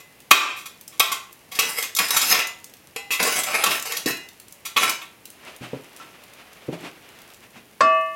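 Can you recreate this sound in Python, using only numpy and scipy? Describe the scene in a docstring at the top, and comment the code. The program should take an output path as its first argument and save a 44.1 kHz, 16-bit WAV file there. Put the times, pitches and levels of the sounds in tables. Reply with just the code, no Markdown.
"""Shovel, embers and hanging pan

An iron shovel knocks on a stone hearth and rakes hot coals: random grains, shaped by contact force, excite iron modes.
Near the end a hanging iron pan is struck and rings as a sum of decaying sines, some of them swelling in slowly.
Steps, dropped coals and the wall behind the pan thud (noise bands and low sines); a skirt swishes (swelling noise).
Embers, crushed coals and iron tick (short noise bursts) over the fire's draught (filtered noise).
A small wooden room adds decaying noise as its echo; the recorder's gain control ducks after the loudest blows."""
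import sys
import numpy as np
from scipy import signal
from scipy.fft import rfft, irfft, next_fast_len
from scipy.io import wavfile

SR = 44100
rng = np.random.default_rng(int(sys.argv[2]) if len(sys.argv) > 2 else 0)


def transcribe(u):
    """Save the signal u as a 16-bit wav file named by the first command-line argument.

    u: samples, shape (n,) or (channels, n), limited to [-1, 1]; the rate is SR.
    q: integer samples, one column per channel.
    """
    v = np.clip(np.atleast_2d(u).T, -1, 1)
    q = np.round(v * 32767).astype(np.int16)
    wavfile.write(sys.argv[1], SR, q)


N = 359415
TIME = np.arange(N) / SR   # [s]
CUTOFF_HZ = 16100   # top edge of the recorder, and of the iron's crowded upper modes

# shovel knocks and rings: struck, set down or leaned; the first row already rings at the start:
# (time [s], crunch level [dB], grit level [dB], contact time [s],
# blade ring [dB], shank ring [dB], frequency of the favoured modes [Hz])
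KNOCKS = [(0.0, -48, -45, 0.0047, -62, -39.5, 1650), (0.3081, -26, -12.5, 0.002, -24, -44, 3000),
          (0.3117, 11, 1.5, 0.0024, -1, -25, 2450), (0.9958, -17.5, -6, 0.0016, -28.5, -43, 1200),
          (1.0006, -4, -12, 0.0028, -18.5, -47, 1100), (1.116, -21, -23, 0.0056, -26, -26.5, 1076),
          (1.589, -16.5, -13, .0048, -21.5, -14, 3140), (2.106, -19, -10.5, 0.0011, -19, -39, 5470),
          (2.1644, -19.5, -13, 0.0063, -18, -50, 2780), (2.211, -21, -21, 0.0088, -23.5, -52, 6500),
          (2.344, -14, -22, .006, -28, -40, 2200), (2.39, -22, -20, .0023, -31, -17, 2440),
          (2.9615, -23.5, -29, 0.0016, -51, -16, 730), (3.1065, -25, -25, 0.016, -48, -17, 2400),
          (3.195, -26, -30, .008, -41, -19, 2240), (3.272, -27, -24.5, .0034, -34, -13.5, 600),
          (3.53, -30, -48, 0.0048, -39, -50, 1650), (4.0595, -34, -24, 0.0022, -49, -15.5, 4700),
          (4.108, -48.5, -32.5, .004, -41, -22, 3680), (4.167, -49, -37.5, .0033, -60, -27, 1700),
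          (4.651, -32, -29, 0.0081, -41, -41, 2400), (4.763, -11, -26, 0.0071, -19, -50, 2100),
          (4.831, -17, -21.5, 0.0045, -18.5, -45, 1300), (6.0, -55, -70, .016, -35.5, -58, 1180)]
# lumps of coal break under the blade: (time [s], crunch level [dB], grit level [dB], contact time [s])
LUMPS = [(0.558, -39.5, -41, 0.0187), (0.655, -34.5, -33.5, 0.00558), (0.921, -47, -50, .012),
         (1.516, -35.5, -35, 0.00604), (1.549, -39.5, -31, 0.00573), (1.826, -31, -31.5, 0.0074),
         (1.950, -60, -18, .001), (1.962, -29, -19.5, 0.0058), (1.9864, -14, -13, .003),
         (2.08, -35.5, -26.5, 0.0048), (2.325, -20, -30, .007), (2.471, -42, -22, 0.000975),
         (3.226, -29, -15.5, .004), (3.433, -28.5, -21, .0033), (3.638, -11.5, -12, 0.0023),
         (3.661, -14, -19, .003), (3.705, -21.5, -26.5, 0.0083), (3.9201, -20.5, -23, .002),
         (3.967, -30, -20.5, .003), (4.893, -32, -18.5, 0.00297), (5.014, -34, -42.5, .007)]
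# blade drawn through the coals, or its load tipped out: (time [s], length [s], grinding level [dB],
# extra bite on entry [dB], ash hiss level [dB], change of hiss along the stroke [dB])
STROKES = [(1.514, 0.062, -38, 0, -44, 4), (1.595, 0.25, -38, 11.5, -38, 5),
           (1.989, 0.33, -33.5, 7, -35.5, 10), (2.29, .08, -20, -14, -21, -9),
           (3.196, .20, -29.5, 14.5, -29.5, 3.5), (3.435, 0.32, -29, -2.5, -36, 4.5),
           (3.85, 0.14, -36.5, -6, -37, 2), (4.063, 0.023, -33, 1.5, -28, -4),
           (4.769, .12, -25.5, 0, -26, -4.5)]
# moments when the blade sinks into ash, which smothers its ring: (time [s])
ASH_PLUNGES = [.55, 1.3, 2.5, 3.17, 4.26, 5.0]
# modes of the blade and of the long shank: (frequency [Hz], relative level [dB], T60 [s])
BLADE_MODES = [(941, -8.5, 0.89), (1058, 3, 0.43), (1154, -6, 0.38), (1340, 13, 0.19), (1505, -8, .45),
               (1556, -14.5, 0.41), (1860, -9, 0.3), (1970, -1, 0.19), (2070, -5.5, 0.23), (2267, 1.5, 0.4),
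               (2360, -6, 0.66), (2547, 1, 0.27), (2570, 1.5, 0.27), (2660, -11, 0.7), (2700, -6, .35),
               (2954, 6.5, 0.52), (3030, -21, 0.39), (3180, -8, 0.45), (3673, -15.5, 0.69),
               (3810, 7.5, 0.4), (3867, 1, 0.5), (4250, -17, 0.6), (5308, -9, .28), (5300, 4.5, 0.41),
               (5860, -4, 0.095), (6260, -1.5, 0.6), (6940, -27, 0.81), (7434, -29, 0.15),
               (7790, -19.5, 0.08), (9400, -2.5, .22)]
SHANK_MODES = [(446, -4.5, 0.21), (469, 1.5, .18), (807, -15, 1.2), (782, -22, 1.6), (1013, -9, 0.42),
               (1394, -22.5, 1.1), (1770, -30.5, 0.34), (1910, -18, 0.46), (2025, 2, 0.84), (2474, 1, 0.37),
               (2600, -22.5, 0.59), (2618, 9, 0.19), (2830, 1, 0.45), (3370, -9, 0.42), (3945, -5.5, 0.61),
               (4060, -0.5, 0.29), (4360, -16, .5), (4600, 0, .2), (5316, -1.5, 0.52), (5400, -23.5, 0.28),
               (6530, -13, 0.31), (7012, 7.5, 0.083), (7800, -6.5, .25), (8400, -0.5, 0.19),
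               (9050, -19.5, 0.15), (9800, -1.5, 0.19), (11600, 2.5, .2)]
# modes of the hanging pan: (frequency [Hz], relative level [dB], T60 [s], swell time constant [s])
PAN_MODES = [(647, -0.5, 0.61, 0.069), (1154.3, 2, 0.66, 0.026), (1385, -13, 0.31, 0.0025),
             (1777, -17.5, 0.95, 0.0018), (2100, -24.5, 1, 0.0051), (2591, -5.5, 0.56, 0.082),
             (2920, -18, 0.69, 0.073), (1088, 5, 0.083, 0.0047), (3630, -26.5, 0.203, .002),
             (4510, -19.5, 0.13, 0.0011), (4840, -30, 0.13, .002), (5180, -24, 0.19, .002),
             (5860, -31, 0.15, .002), (6718, -35, .2, .002), (7820, -26, 0.1, .002)]
# dull thuds: steps, dropped coals, and the wall behind the struck pan: (time [s], level [dB],
# contact time [s], top edge [Hz], boom level [dB], boom frequency [Hz])
THUDS = [(0.31, -24, .002, 500, -37, 170), (3.19, -29.5, 0.027, 704, -53, 162),
         (3.66, -35, 0.025, 400, -50, 157), (4.058, -16.5, 0.0034, 436, -27, 148),
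         (4.10, -32, 0.005, 302, -41, 138), (5.609, -37, 0.011, 397, -29, 121),
         (5.731, -23.5, 0.0048, 610, -27.5, 142), (6.683, -22.5, 0.0057, 427, -21.5, 149.6),
         (6.727, -27, 0.0055, 630, -25.5, 166), (6.80, -43, 0.032, 396, -48, 170),
         (7.549, -45, 0.019, 300, -60, 164), (7.809, -27, .02, 590, -43, 130)]
# skirt swings or a sole brushes the floor: (time of peak [s], level [dB], half-width [s])
SWISHES = [(5.489, -36, 0.039), (5.64, -36, 0.024), (5.74, -44, 0.05), (6.04, -41, 0.035),
           (6.74, -36, 0.013), (6.861, -33, 0.043), (7.445, -43.5, .02), (7.58, -42, 0.028)]
# short ticks: embers crack, coals crush under the blade, iron clinks:
# (time [s], relative peak level [dB], resonance [Hz])
TICKS = [(0.2034, -34, 2030), (0.811, -30, 13600), (0.8786, -25.5, 9440), (1.328, -31, 12400),
         (1.8264, -9.5, 2930), (2.6432, -25, 9300), (2.7375, -32, 2620), (3.7978, -17.5, 4850),
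         (3.8248, -14.5, 2400), (4.2878, -31, 3830), (4.3994, -30.5, 2030), (4.483, -32.5, 9000),
         (4.5242, -29, 10600), (5.255, -25, 3450), (5.3024, -30, 9800), (5.5632, -30, 10700),
         (5.9634, -31, 2360), (6.2374, -34, 2650), (6.3354, -34.5, 2450), (7.218, -34, 2000),
         (7.344, -36, 2640)]
# spectra of crushed coal, grinding, grit, iron knock, cloth and draught: (frequency [Hz], relative level [dB])
CRUNCH_SPECTRUM = [(150, -20.5), (300, -12), (700, -12), (1100, 0), (1600, -4), (2500, 1.5), (3300, -2.5),
                   (4500, -13.5), (8000, -24.5)]
GRIND_SPECTRUM = [(200, -10), (280, -13), (450, -5), (750, -4), (1300, -4.5), (2000, 0.5), (2700, -1),
                  (3600, -16.5), (5000, -11.5), (7000, -54)]
GRIT_SPECTRUM = [(1500, -29.5), (3500, -3), (5300, -2), (8000, -1.5), (12000, -1.5), (16000, -11)]
KNOCK_SPECTRUM = [(120, -17.5), (300, -14), (550, 3), (800, -5.5), (1100, -5), (1600, 2.5), (3000, -14),
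                  (5000, -15.5), (8000, -24.5), (14000, -45)]
CLOTH_SPECTRUM = [(120, -33), (200, -7), (721, -2.5), (880, -5), (1360, -4.5), (1460, -6), (2650, -3.5),
                  (4240, -13.5), (12500, -27), (15000, -38)]
DRAUGHT_SPECTRUM = [(15, -39.5), (25, 1.5), (141, 4.5), (476, 0.5), (1440, -6.5), (2050, -3.5),
                    (2220, -4.5), (2840, -4.5), (3430, -10), (6210, -13.5), (8140, -16.5), (10700, -11.5),
                    (14800, -15), (16000, -17)]
# reverberation of the wooden room: (frequency [Hz], T60 [s])
ROOM_T60 = [(100, 0.21), (500, 0.43), (2000, 0.39), (6000, 0.34), (16000, 0.18)]

LUMP_BLADE_DB, LUMP_SHANK_DB = -16, -24   # ring of the iron, relative to the crunch
LUMP_RING_HZ = 1800   # modes that a breaking lump favours
STROKE_RISE_S, STROKE_FALL_S, BITE_S = 0.0067, 0.018, 0.029   # linear rise, then two time constants
ASH_T60_CYCLES = 790   # T60 of the extra fade in ash, in cycles of the mode
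PAN_S, PAN_DB, PAN_KNOCK_DB = 7.8062, -2.5, -13
THUD_LOW_HZ = 124   # lower edge of every thud
BOOM_T60, OVERTONE_RATIO, OVERTONE_DB = 0.15, 1.83, -7.5   # T60 [s]; second mode, relative to the boom
TURN_S, TURN_LENGTH_S, RUSTLE_DB = 5.3, 2, -46.5   # the turn from the fire
TICK_DB, TICK_DECAY_S = 2, 0.0031   # gain on the tick table; time constant
FAINT_TICKS, FAINT_TICK_DB, FAINT_SPREAD_DB = 13, -35, 2   # number, peak level, spread either way
TICK_LOW_HZ, TICK_HIGH_HZ = 2200, 11000   # resonance range of the faint ticks


def shovel():
    """Contact excitation: coal crushes under blows and strokes, grit sprays, and both shake the iron."""
    s, crunch_db, grit_db, length, blade_db, shank_db, favoured_hz = blows()
    crunch = contacts(s, crunch_db, length) * coloured(grains(per_s=9000, spread_db=2.5), CRUNCH_SPECTRUM)
    grit = contacts(s, grit_db, length) * coloured(grains(per_s=14000, spread_db=-8.5), GRIT_SPECTRUM)

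    judder = drift(rate=70)   # the edge catches and slips
    drag, spray = raking()
    drag = drag * from_db(3.4 * judder)
    spray = spray * from_db(3.1 * judder)

    crumbs = rms_one(grains(per_s=1500, spread_db=2.0))
    lumps = rms_one(grains(per_s=140, spread_db=-2))   # bigger coals crack among the crumbs
    breaks = crumbs + from_db(-2) * lumps
    grind = drag * coloured(breaks, GRIND_SPECTRUM)
    ash_grains = rms_one(grains(per_s=1800, spread_db=5.0))
    ash = spray * coloured(breaks + ash_grains, GRIT_SPECTRUM)

    rubbing = drag * rms_one(breaks)
    blade = iron(BLADE_MODES, (s, blade_db, favoured_hz), from_db(-39.5) * rubbing, scatter_db=5.0, focus_db=16.0)
    shank = iron(SHANK_MODES, (s, shank_db, favoured_hz), from_db(-55) * rubbing, scatter_db=0.0, focus_db=13.5)
    strikes = sheet(crunch + grit, low_hz=900, t60=0.039, share=0.56, count=110)
    scrape = grind + sheet(ash, low_hz=3000, t60=0.09, share=0.4, count=60)
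    return strikes + shifting(scrape, patchy_db=4, rate=18, count=36), blade + shank


def blows():
    """Impulsive excitation: shovel knocks, and breaking lumps that ring the iron in proportion to crunch."""
    lumps = []
    for s, crunch_db, grit_db, length in LUMPS:
        rings_db = (crunch_db + LUMP_BLADE_DB, crunch_db + LUMP_SHANK_DB)
        lumps.append((s, crunch_db, grit_db, length, *rings_db, LUMP_RING_HZ))
    return np.transpose(list(KNOCKS) + lumps)


def raking():
    """Sliding friction: a stroke or tipped load bites, settles and lets go while its ash hiss grows or thins."""
    drag, spray = 0, 0
    for s, length, grind_db, bite_db, ash_db, change_db in STROKES:
        age = np.maximum(TIME - s, 0)
        pressed = held(s, length, STROKE_RISE_S, STROKE_FALL_S)
        drag = drag + pressed * from_db(grind_db + bite_db * np.exp(-age / BITE_S))
        spray = spray + pressed * from_db(ash_db + change_db * np.minimum(age / length, 1))
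    return drag, spray


def iron(modes, blows, rubbing, scatter_db, focus_db):
    """Modal superposition: where a blow lands decides which modes ring most; rubbing drives them all."""
    times, levels_db, favoured_hz = blows
    at, out = (times * SR).astype(int), np.zeros(N)
    chance = rng.standard_normal((len(at), len(modes)))
    total = np.sqrt(np.sum(from_db(np.array(modes)[:, 1]) ** 2) / 2)
    for k, (hz, db, t60) in enumerate(modes):
        near = np.exp(-2 * np.log2(hz / favoured_hz) ** 2)   # 1 at the favoured frequency
        force = rubbing.copy()
        force[at] += from_db(levels_db + focus_db * (near - 1.0) + scatter_db * chance[:, k])
        out += from_db(db) * smothered_ring(force, hz, t60, ash_t60=ASH_T60_CYCLES / hz)
    return out / total


def smothered_ring(force, hz, t60, ash_t60):
    """Added damping: a mode rings freely until the next plunge into ash, then dies quickly."""
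    out = np.zeros(N + SR // 3)
    fade = np.exp(-np.log(1000) * TIME[:SR // 3] / ash_t60)
    edges = [0] + [int(s * SR) for s in ASH_PLUNGES] + [N]
    for start, stop in zip(edges, edges[1:]):
        free = ring(np.pad(force[start:stop], (0, len(fade))), hz, t60)
        out[start:stop + len(fade)] += free * np.concatenate([np.ones(stop - start), fade])
    return out[:N]


def ring(force, hz, t60):
    """Damped resonator: a unit click sets a sine of height 1 ringing."""
    r = from_db(-60 / (t60 * SR))   # decay per sample
    w = 2 * np.pi * hz / SR
    return signal.lfilter([0, np.sin(w)], [1, -2 * r * np.cos(w), r * r], force + 1e-18)


def sheet(x, low_hz, t60, share, count):
    """High modal density: a share of the grit's power sings in the thin iron's crowd of short upper modes."""
    age = TIME[:SR // 4]
    place, phase = rng.random((2, count))
    hz = low_hz + (CUTOFF_HZ - low_hz) * (np.arange(count) + place) / count
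    sines = np.sin(2 * np.pi * (hz[:, None] * age + phase[:, None])).sum(axis=0)
    modes = sines * np.exp(-np.log(1000) * age / t60)
    sung = rms_one(signal.fftconvolve(x, modes)[:N]) * np.std(x)
    return np.sqrt(1 - share) * x + np.sqrt(share) * sung


def shifting(x, patchy_db, rate, count):
    """Moving contact point: narrow regions of the spectrum swell and fade independently."""
    size = next_fast_len(N)
    spectrum, out = rfft(x, size), 0
    hz = np.arange(len(spectrum)) * SR / size
    place = np.interp(np.log(hz + 1), np.log([300, CUTOFF_HZ]), [0, count - 1])
    for k in range(count):
        region = irfft(spectrum * np.maximum(1 - np.abs(place - k), 0), size)[:N]
        out = out + region * from_db(patchy_db * drift(rate))
    return rms_one(out) * np.std(x)


def pan():
    """Free vibration: a short iron knock, then clear tones, some of them swelling in slowly."""
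    start = int(PAN_S * SR)
    age = np.maximum(TIME[start:] - PAN_S, 0)
    tones = np.zeros(N)
    for hz, db, t60, swell in PAN_MODES:
        envelope = from_db(-60 * age / t60) * (1 - np.exp(-age / swell))
        tones[start:] += from_db(PAN_DB + db) * envelope * np.sin(2 * np.pi * hz * age)
    # it chatters briefly: three touches
    times = [PAN_S, PAN_S + 0.0015, PAN_S + 0.0054]
    levels_db = [PAN_KNOCK_DB + 0.5, PAN_KNOCK_DB - 2, PAN_KNOCK_DB - 2.5]
    touches = contacts(times, levels_db, [0.0006, 0.002, 0.0015])
    return touches * coloured(rng.standard_normal(N), KNOCK_SPECTRUM), tones


def thuds():
    """Soft impact: a step, dropped coals or the wall behind the pan gives a dull push and a short boom."""
    out = np.zeros(N)
    for s, db, length, top_hz, boom_db, boom_hz in THUDS:
        span = slice(int(s * SR), int(s * SR) + SR // 2)
        age = np.maximum(TIME[span] - s, 0)
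        band = signal.butter(3, [THUD_LOW_HZ, top_hz], "band", fs=SR, output="sos")
        body = rms_one(signal.sosfilt(band, rng.standard_normal(len(age))))
        turn = 2 * np.pi * boom_hz * age
        boom = np.sin(turn) + from_db(OVERTONE_DB) * np.sin(OVERTONE_RATIO * turn)
        boom = boom * np.exp(-np.log(1000) * age / BOOM_T60) * (1 - np.exp(-age / 0.0016))
        out[span] += contacts([s], [db], [length])[span] * body + from_db(boom_db) * boom
    return out


def skirt():
    """Friction noise: cloth rustles through the turn and swells with each swing or brush of a sole."""
    motion = from_db(RUSTLE_DB) * held(TURN_S, TURN_LENGTH_S, rise_s=0.11, fall_s=0.08)
    swings = 0
    for s, db, width in SWISHES:
        swings = swings + from_db(db) * np.exp(-0.5 * np.minimum(((TIME - s) / width) ** 2, 60))
    flutter = from_db(-4 + 2.0 * drift(rate=40))
    return np.hypot(motion, swings) * flutter * coloured(rng.standard_normal(N), CLOTH_SPECTRUM)


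def short_ticks():
    """Impulsive fracture and contact: resonant noise bursts, typed and random, over a faint random crackle."""
    ticks = [(s, db + TICK_DB, hz) for s, db, hz in TICKS]
    for when, size, pitch in rng.random((FAINT_TICKS, 3)):   # some fainter ones at random times
        hz = TICK_LOW_HZ * (TICK_HIGH_HZ / TICK_LOW_HZ) ** pitch
        ticks.append((when * N / SR, FAINT_TICK_DB + FAINT_SPREAD_DB * (2 * size - 1), hz))
    out, age = np.zeros(N + SR), TIME[:SR // 50]
    highpass = signal.butter(2, 2800, "high", fs=SR, output="sos")
    for s, db, hz in ticks:
        crack = rng.standard_normal(len(age)) * np.exp(-age / TICK_DECAY_S)
        crack += signal.lfilter(*signal.iirpeak(hz, 2, fs=SR), crack)
        crack = signal.sosfilt(highpass, crack)
        start = int(s * SR)
        out[start:start + len(age)] += from_db(db) * crack / np.abs(crack).max()
    crackle = coloured(grains(per_s=50, spread_db=4), GRIT_SPECTRUM)
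    return out[:N] + from_db(-62.5) * crackle


def draught():
    """Turbulence noise: the soft, steady rush of air to the fire."""
    return from_db(-51.5) * coloured(rng.standard_normal(N), DRAUGHT_SPECTRUM)


def room(x):
    """Reverberation: dense reflections from close wooden walls, T60 set by band; unit-energy response."""
    age, tail = TIME[:SR * 2 // 3], 0
    edges = np.geomspace(60, 17000, 9)
    for low, high in zip(edges, edges[1:]):
        bandpass = signal.butter(2, [low, high], "band", fs=SR, output="sos")
        band = signal.sosfilt(bandpass, rng.standard_normal(len(age)))
        tail = tail + band * np.exp(-np.log(1000) * age / at_hz(ROOM_T60, np.sqrt(low * high)))
    tail = tail * (1 - np.exp(-age / 0.00076))
    return signal.fftconvolve(x, tail / np.linalg.norm(tail))[:N]


def contacts(times, levels_db, lengths):
    """Contact force: each rises to its level in the contact time, then lets go."""
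    out = np.zeros(N)
    for s, db, length in zip(times, levels_db, lengths):
        span = slice(int(s * SR), int((s + 10 * length) * SR))
        u = np.maximum(TIME[span] - s, 0) / length
        out[span] += from_db(db) * u * np.exp(1 - u)
    return out


def held(start, length, rise_s, fall_s):
    """Movement envelope: linear attack, hold and exponential release."""
    attack = np.clip((TIME - start) / rise_s, 0, 1)
    return attack * np.exp(-np.clip((TIME - start - length) / fall_s, 0, 30))


def grains(per_s, spread_db):
    """Shot noise: random clicks of uneven size and either sign."""
    sizes = from_db(spread_db * np.minimum(rng.exponential(1, N), 4)) * rng.choice([-1, 1], N)
    return sizes * (rng.random(N) < per_s / SR)


def drift(rate):
    """Slow random modulation: straight lines between random knots, rate of them a second; rms 1."""
    knots = rng.standard_normal(int(N / SR * rate) + 2)
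    return rms_one(np.interp(TIME * rate, np.arange(len(knots)), knots))


def coloured(x, spectrum):
    """Spectral shaping: follow a table, falling away below its lowest point; rms 1."""
    size = next_fast_len(N)
    hz = np.arange(size // 2 + 1) * SR / size
    low_fall = np.minimum(hz / spectrum[0][0], 1) ** 2
    return rms_one(irfft(rfft(x, size) * from_db(at_hz(spectrum, hz)) * low_fall, size)[:N])


def at_hz(points, hz):
    """Logarithmic frequency scale: interpolate a table along it."""
    f, value = np.transpose(points)
    return np.interp(np.log(hz + 0.00087), np.log(f), value)   # the offset avoids log of zero


def rms_one(x):
    """Power normalisation: scale to unit rms."""
    return x / np.sqrt(np.mean(x ** 2) + 1e-20)


def from_db(db):
    """Level definition: decibels to amplitude gain."""
    return 10 ** (np.asarray(db) / 20)


def scene():
    """Superposition: direct sounds add to the draught and to the room's echo of the impacts and scrapes."""
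    coals, ringing = shovel()
    knock, tones = pan()
    dull, ticks = thuds(), short_ticks()
    sent = from_db(-4.0) * (coals + knock) + from_db(-10.5) * ringing + from_db(-5) * ticks + from_db(-6.5) * dull
    direct = coals + ringing + knock + tones + dull + skirt() + ticks
    return (direct + draught() + room(sent))[None]


def gain_control(x, threshold_db, slope, attack_s, release_db_per_s):
    """Dynamic compression: loud sound pulls the gain down quickly; it recovers at a steady rate in dB."""
    power = signal.lfilter([1 / 128], [1, -127 / 128], x ** 2)
    over = np.maximum(10 * np.log10(power + 1e-12) - threshold_db, 0) * slope
    recovery = release_db_per_s * TIME
    reduction_db = np.maximum.accumulate(over + recovery) - recovery
    r = np.exp(-1 / (attack_s * SR))
    return x * from_db(-signal.lfilter([1 - r], [1, -r], reduction_db))


def record(dry):
    """Recording chain: gain control, rounded overload, a bass roll-off and a steep top edge."""
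    level = gain_control(dry[0], threshold_db=-15.5, slope=0.61, attack_s=0.006, release_db_per_s=75.5)
    clipped = level / (1 + level ** 4) ** (1 / 4)
    lean = signal.sosfilt(signal.butter(1, 100, "high", fs=SR, output="sos"), 0.92 * clipped)
    return signal.sosfilt(signal.ellip(10, 0.2, 70, CUTOFF_HZ, fs=SR, output="sos"), lean)[None]


dry = scene()
out = record(dry)
transcribe(out)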